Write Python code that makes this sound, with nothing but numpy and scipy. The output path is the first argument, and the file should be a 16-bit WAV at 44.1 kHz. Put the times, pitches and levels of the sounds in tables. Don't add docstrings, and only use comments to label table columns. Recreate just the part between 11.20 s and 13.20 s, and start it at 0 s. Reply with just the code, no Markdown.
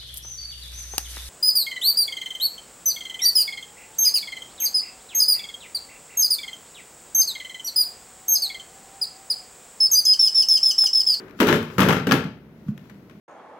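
import sys
import numpy as np
from scipy import signal
from scipy.fft import rfft, irfft
from scipy.io import wavfile

SR = 44100
rng = np.random.default_rng(int(sys.argv[2]) if len(sys.argv) > 2 else 0)


def transcribe(signal):
    frames = np.atleast_2d(signal).T
    limited = np.clip(frames, -1, 1)
    pcm = np.round(limited * 32767).astype(np.int16)
    wavfile.write(sys.argv[1], SR, pcm)


N = 88200


def undb(db):
    return 10 ** (np.asarray(db) / 20)


def stereo_noise():
    return rng.standard_normal((2, N))


def curve(hz, table, column=1):
    table = np.array(table, float)
    return np.interp(np.log(np.maximum(hz, 1)), np.log(table[:, 0]), table[:, column])


def envelope(levels):
    times_s, db = np.array(levels).T
    return undb(np.interp(np.arange(N) / SR, times_s, db))


def colour(x, spectrum):
    size = 2 * N
    gain = undb(curve(np.arange(N + 1) * SR / size, spectrum))
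    cepstrum = irfft(np.log(gain / np.sqrt(np.mean(gain ** 2))))
    cepstrum[1:N] *= 2
    cepstrum[N + 1:] = 0
    return irfft(rfft(x, size) * np.exp(rfft(cepstrum)))[..., :N]


def hit_power(hits, decay_s):
    starts_s, db = np.array(hits).T
    jumps = np.bincount(np.clip(starts_s * SR, 0, N - 1).astype(int), undb(db) ** 2, N)
    return signal.lfilter([1], [1, -np.exp(-2 / (decay_s * SR))], jumps + 1e-18)


def ring(modes, blows):
    hz, db, t60_s = np.array(modes, float).T[:, :, None]
    t = np.arange(SR // 2) / SR
    waves = undb(db - 60 * t / t60_s) * np.sin(2 * np.pi * hz * t)
    out = np.zeros(N + len(t))
    for start_s, gains in blows:
        i = max(int(start_s * SR), 0)
        out[i:i + len(t)] += gains @ waves
    return out[:N]


def shake(modes, starts_s, db):
    mix = rng.standard_normal((len(starts_s), 2, len(modes)))
    return np.array([ring(modes, zip(starts_s, undb(db)[:, None] * mix[:, side])) for side in range(2)])


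# frequency in Hz, relative density in dB.
HUM_SPECTRUM = [(15, -43.5), (25, -23.5), (43, -15.5), (206, 1.5), (301, -8), (439, -13.5), (531, -17.5),
                (607, -14), (695, -20), (1020, -24), (1260, -36), (2050, -26), (2840, -32.5), (6560, -45),
                (7510, -52.5), (13200, -41), (16000, -43.5)]


def room_hum(level_db=-48.5, left_bias_db=2):
    balance = undb(np.array([[left_bias_db], [-left_bias_db]]) / 2)
    return undb(level_db) * colour(stereo_noise(), HUM_SPECTRUM) * balance


# frequency in Hz, relative density in dB.
WHIRR_SPECTRUM = [(100, -20), (250, -3), (370, 6), (480, -4), (700, -15), (1400, -9), (3000, -26),
                  (6000, -36), (9000, -45.5), (12000, -40.5), (16000, -37.5)]
# time in seconds, level in dB.
WHIRR_LEVELS = [(0, -39.5), (.1, -45), (.17, -49), (.42, -47), (.55, -42), (.85, -58), (1.2, -56.5)]


def whirr():
    return envelope(WHIRR_LEVELS) * colour(stereo_noise(), WHIRR_SPECTRUM)


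# start in seconds, relative clack and tick levels in dB, decay in seconds.
FAINT_CLICKS = [(.002, -42, -22, 0.0057), (.036, -37, -39, 0.0066), (0.082, -28, -42, .005),
                (.097, -45, -24, 0.0016), (0.109, -38, -20.5, .002), (1.483, -28.5, -38, 0.0063),
                (1.5784, -27.5, -16, 0.002), (1.594, -48, -28, .002), (1.641, -37, -37, 0.0045),
                (1.656, -35, -36, 0.0045), (1.697, -28, -24, 0.0082), (1.745, -40, -32, 0.0022),
                (1.897, -31, -25, 0.0056), (1.91, -33, -36, .007)]
# frequency in Hz, relative density in dB.
CLACK_SPECTRUM = [(300, -20), (550, -1.5), (760, -16.5), (1000, -2.5), (1500, 1), (2050, -6.5), (2800, -8),
                  (4000, -18.5), (6500, -22), (12000, -51)]
# frequency in Hz, relative density in dB.
CLICK_SPECTRUM = [(1000, -23), (2200, 10.5), (3400, 0.5), (5000, -5), (8000, -12), (10000, -18),
                  (12000, -4), (16000, -18)]
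CLACK_DB, TICK_DB, CHATTER_DECAY_S = -17, -24, 0.03


def clicks(chatter_db=-13):
    clack_power = tick_power = 0
    for start_s, clack_db, tick_db, decay_s in FAINT_CLICKS:
        clack_power += hit_power([(start_s, clack_db)], decay_s)
        clack_power += hit_power([(start_s, clack_db + chatter_db)], CHATTER_DECAY_S)
        tick_power += hit_power([(start_s, tick_db)], decay_s)
    clacks = undb(CLACK_DB) * colour(np.sqrt(clack_power) * stereo_noise(), CLACK_SPECTRUM)
    ticks = undb(TICK_DB) * colour(np.sqrt(tick_power) * stereo_noise(), CLICK_SPECTRUM)
    return clacks + ticks


def panel_boom(start_s, db, hz, swell_s):
    t = np.arange(SR // 10) / SR
    swell = t / swell_s * np.exp(1 - t / swell_s)
    out = np.zeros(N + SR)
    i = int(start_s * SR)
    out[i:i + len(t)] = undb(db) * swell * np.sin(2 * np.pi * hz * t)
    return out[:N]


# start in seconds, level in dB, pitch in Hz, swell in seconds.
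SOFT_BUMPS = [(0.083, -37.5, 386, 0.0037), (0.564, -31, 141.8, 0.0053), (1.463, -34, 150, .008),
              (1.4845, -20, 203.3, 0.0072), (1.488, -23.5, 135, 0.0075), (1.518, -28.5, 213, 0.0065),
              (1.714, -40, 194, 0.0073)]


def bumps():
    return sum(panel_boom(*bump) for bump in SOFT_BUMPS)


# frequency in Hz, relative density in dB.
SLIDE_SPECTRUM = [(600, -21), (2500, 2.5), (5000, 1.5), (7000, -2), (9500, -12.5), (12000, -1.5),
                  (16000, -5)]
# time in seconds, level in dB.
SLIDE_LEVELS = [(.15, -77), (.195, -49), (.47, -62), (.54, -53.5), (.58, -54), (.7, -78), (1.28, -86),
                (1.4, -68.5), (1.45, -70.5), (1.49, -59), (1.54, -74), (1.64, -65.5), (1.8, -69.5)]


def slide():
    return envelope(SLIDE_LEVELS) * colour(stereo_noise(), SLIDE_SPECTRUM)


def contact(starts_s, db, decay_s, chatter_db=-8.5, grit_db=2.5, grit_hz=1103.4):
    hits = list(zip(starts_s, db))
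    power = hit_power(hits, decay_s) + undb(chatter_db) ** 2 * hit_power(hits, CHATTER_DECAY_S)
    grain_index = (np.arange(N) * grit_hz / SR).astype(int)
    grit = undb(grit_db * rng.standard_normal(N))[grain_index]
    return np.sqrt(power / np.mean(grit ** 2)) * grit * stereo_noise()


# frequency in Hz, relative density in dB.
THUMP_SPECTRUM = [(25, -28), (60, -17.5), (110, 0.5), (170, 7), (290, 0), (440, -1), (620, -5.5),
                  (800, -14), (1600, -48)]


def thumps(starts_s, db, centres_hz, level_db=-21, db_per_octave=-4.5):
    tilt_db = db_per_octave * np.log2(centres_hz / centres_hz.mean())
    rumble = contact(starts_s, db + tilt_db, decay_s=0.018, chatter_db=-9, grit_db=1.5)
    return undb(level_db) * colour(rumble, THUMP_SPECTRUM)


# frequency in Hz, relative level in dB, T60 in seconds.
CABINET_MODES = [(98, -5.5, .12), (129, 2, 0.065), (140.5, -2.5, 0.34), (161.5, 0, 0.26), (192.3, -8, 0.38),
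                 (230.6, -2, 0.49), (263, 2.5, 0.27), (286.3, -2, 0.25), (356.4, -2.5, 0.25),
                 (411, -1.5, 0.45), (424.8, 6, 0.24), (498, -3.5, 0.19), (557, -6.5, .28), (648, 1.5, 0.29)]


def cabinet(starts_s, levels_db, centres_hz, ring_db=-26.5, boom_db=-18, reach_octaves=0.78):
    modes_hz = np.array(CABINET_MODES)[:, 0]
    polarity = (-1) ** np.arange(len(modes_hz))
    blows, booms = [], 0
    for start_s, db, centre_hz in zip(starts_s, levels_db, centres_hz):
        nearness = np.exp(-(np.log2(modes_hz / centre_hz) / reach_octaves) ** 2)
        blows.append((start_s, undb(db) * nearness * polarity))
        booms += panel_boom(start_s, db + boom_db, centre_hz, swell_s=0.0032)
    return undb(ring_db) * ring(CABINET_MODES, blows) + booms


def loose_pieces(starts_s, levels_db, count=4, level_db=-25.5):
    centre_hz, spread_octaves, decay_cycles, scatter_s = 1890, 1.3, 7.6, 0.005
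    t = np.arange(2048) / SR
    out = np.zeros((2, N + SR))
    for start_s, db in zip(starts_s, levels_db):
        for pitch, delay, left, right in rng.standard_normal((count, 4)):
            hz = centre_hz * 2 ** (spread_octaves * np.tanh(pitch))
            wave = np.exp(-t * hz / decay_cycles) * np.sin(2 * np.pi * hz * t)
            i = int((start_s + abs(delay) * scatter_s) * SR)
            out[:, i:i + len(t)] += undb(db) * np.sign([[left], [right]]) * wave
    return undb(level_db) * out[:, :N]


# start in seconds, thump level in dB, thump centre in Hz,
# clack level in dB, tick level in dB. Levels are relative.
MECHANISM_KNOCKS = [(0.19, -20, 250, -17, -35), (.2018, 3.5, 275, 4, 3.5), (.208, -1, 290, -6.5, 3),
                    (0.216, 1.5, 330, -1, -19), (0.228, -0.5, 300, -1.5, -17), (.2696, 0.5, 330, -0.5, 0.5),
                    (0.28, -5, 330, 0, -5), (.287, -3, 300, 5, -2), (.297, 1.5, 330, -3.5, -13),
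                    (.311, -4, 300, -9.5, -8), (0.3268, 1, 149, 3, -1.5), (.339, -1, 200, -3.5, -8.5),
                    (.356, 0.5, 300, -11, -6), (0.4274, -20, 397, -17.5, -15),
                    (0.501, -34, 350, -20.5, -34), (0.582, 4.5, 190, 0.5, -1), (0.593, 1.5, 200, 2, -8),
                    (0.603, -2.5, 159.2, 3.5, 6.5), (0.617, -3.5, 170, 2.5, -9), (.630, -0.5, 200, 1.5, -3),
                    (0.645, -2.5, 190, -6.5, -12.5), (0.662, -0.5, 190, -9.5, -14.5),
                    (.677, 1.5, 190, -8.5, -20), (0.6865, 3.5, 180, 4, 4), (.694, -18, 180, 1, -8),
                    (.706, 0, 190, 1.5, -11.5), (0.726, -8, 170, 0, -2.5), (.744, -8.5, 170, -12.5, -23),
                    (0.7673, -5.5, 170, -6, -15), (.797, -10.5, 180, -13, -25.5),
                    (0.823, -16.5, 170, -33, -33), (0.8696, 2.5, 220, -2, -5.5),
                    (.891, 0.5, 240, -7, -20.5), (.911, -0.5, 240, 2, -3.5), (0.9199, 3.5, 220, 3, 4),
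                    (.926, 5, 236, -8, -7), (.937, 0, 200, -4, -15), (.95, -12, 200, -11.5, -18),
                    (.974, -19.5, 200, -13, -28), (.995, -13.5, 190, -17, -29), (1.041, -13, 190, -20, -24),
                    (1.065, -17.5, 180, -25.5, -39)]
# frequency in Hz, relative density in dB.
TICK_SPECTRUM = [(1200, -26), (3000, 12), (4500, 0), (6500, -1.5), (8000, -4), (10000, -7), (11500, 0.5),
                 (14000, 0), (16000, -5)]
# frequency in Hz, relative level in dB, T60 in seconds.
BIN_MODES = [(862, -1, 0.35), (895.5, 2.5, 0.41), (1050, -14.5, 0.18), (1204, 3.5, 0.16),
             (1235, -3.5, 0.38), (1293, -5, .25), (1365, 4, 0.33), (1565, -1, 0.28), (1610, -5.5, 0.17),
             (2151, 3, .2), (2490, 0.5, 0.187), (2640, -8.5, 0.2), (2904, -34, .2), (3470, -1, 0.089)]
# frequency in Hz, relative level in dB, T60 in seconds.
METAL_MODES = [(6250, 0, .11), (7600, -3, .11), (11250, -1, .17), (11680, -4, .32), (12750, -1, .14),
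               (13050, -3, .12), (14200, 1, .13)]


def knocks(bin_db=-41, ping_db=-45, ping_until_s=0.74):
    starts_s, thump_db, centres_hz, clack_db, tick_db = np.array(MECHANISM_KNOCKS).T
    rumble = thumps(starts_s, thump_db, centres_hz)
    clacks = undb(CLACK_DB) * colour(contact(starts_s, clack_db, decay_s=0.005), CLACK_SPECTRUM)
    ticks = undb(TICK_DB) * colour(contact(starts_s, tick_db, decay_s=0.0042), TICK_SPECTRUM)
    bin_ring = undb(bin_db) * shake(BIN_MODES, starts_s, clack_db)
    early = starts_s < ping_until_s
    pings = undb(ping_db) * shake(METAL_MODES, starts_s[early], tick_db[early])
    clatter = rumble + clacks + ticks + bin_ring + pings + loose_pieces(starts_s, clack_db)
    return clatter, cabinet(starts_s, thump_db, centres_hz)


# frequency in Hz, relative level in dB, T60 in seconds.
SNAP_MODES = [(1130, -0.5, .04), (1400, 4.5, 0.022), (1690, 4, 0.042), (2413, -1, 0.037), (3020, -4, .04),
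              (4050, 1, 0.019), (4610, 1, 0.03), (4980, -3.5, 0.023), (5400, -3, 0.03), (6230, -4.5, .04)]


def snap(start_s=0.9198, level_db=-17):
    polarity = (-1) ** np.arange(len(SNAP_MODES))
    return undb(level_db) * ring(SNAP_MODES, [(start_s, polarity)])


# frequency in Hz, relative level in dB, T60 in seconds.
CATCH_MODES = [(1910, -7, 0.0087), (2520, -1, .007), (3220, -2, .009), (5600, -10.5, .006),
               (12500, -9, .008)]


def catch(start_s=1.5778, level_db=-38):
    return undb(level_db) * ring(CATCH_MODES, [(start_s, np.ones(len(CATCH_MODES)))])


# band centre in Hz, level in dB, T60 in seconds.
REVERB_BANDS = [(100, -4.5, 0.57), (250, -13.5, 0.43), (600, -8, 0.37), (1390, -13, 0.41),
                (2930, -6.5, 0.41), (6470, -11.5, 0.33), (12000, -12, 0.2)]


def kitchen(x, build_s=0.0096):
    t = np.arange(SR) / SR
    hz = np.arange(SR // 2 + 1)
    centres_hz = np.array(REVERB_BANDS)[:, 0]
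    noise_spectrum = rfft(rng.standard_normal((2, SR)))
    tail = 0
    for (_, db, t60_s), weights in zip(REVERB_BANDS, np.eye(len(REVERB_BANDS))):
        band = np.sqrt(curve(hz, list(zip(centres_hz, weights))))
        shape = undb(-60 * t / t60_s) * (1 - np.exp(-t / build_s))
        tail += undb(db) * irfft(noise_spectrum * band) * shape / np.sqrt(np.sum(shape ** 2))
    return signal.fftconvolve(x, tail, axes=1)[:, :N]


# frequency in Hz, left minus right in dB, coherence from 0 to 1.
STEREO_IMAGE = [(50, -4, 0.83), (150, 0.5, 0.97), (300, 1.8, 0.93), (550, 4, 0.88), (1100, 6.5, 0.59),
                (2200, 9.5, 0.01), (4500, 10.5, 0), (8000, 8.5, 0), (12500, 11.5, 0)]


def microphones(pair, lean=1):
    hz = np.arange(N + 1) * SR / (2 * N)
    coherence = np.clip(curve(hz, STEREO_IMAGE, column=2), 0, 1)
    pan = undb(lean * curve(hz, STEREO_IMAGE))
    left, right = rfft(pair, 2 * N)
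    right = coherence * left + np.sqrt(1 - coherence ** 2) * right
    equal_power = np.sqrt(2 / (1 + pan ** 2))
    return irfft(np.array([left * pan, right]) * equal_power)[:, :N]


def scene():
    clatter, body = knocks()
    snapped = snap()
    loud_reverb = kitchen(clatter + undb(-3) * body + undb(-7) * snapped)
    running = whirr() + slide()
    clicking = clicks() + catch()
    bumping = bumps()
    faint_reverb = kitchen(undb(-1) * clicking + undb(-6.5) * bumping)
    direct = clatter + body + snapped + running + clicking + bumping
    return microphones(direct + loud_reverb + faint_reverb) + microphones(room_hum(), lean=0)


def record(dry, ceiling=1.3, top_hz=15900):
    rounded = ceiling * np.tanh(dry / ceiling)
    return signal.sosfilt(signal.ellip(10, 0.2, 80, top_hz, fs=SR, output="sos"), rounded)


dry = scene()
out = record(dry)
transcribe(out)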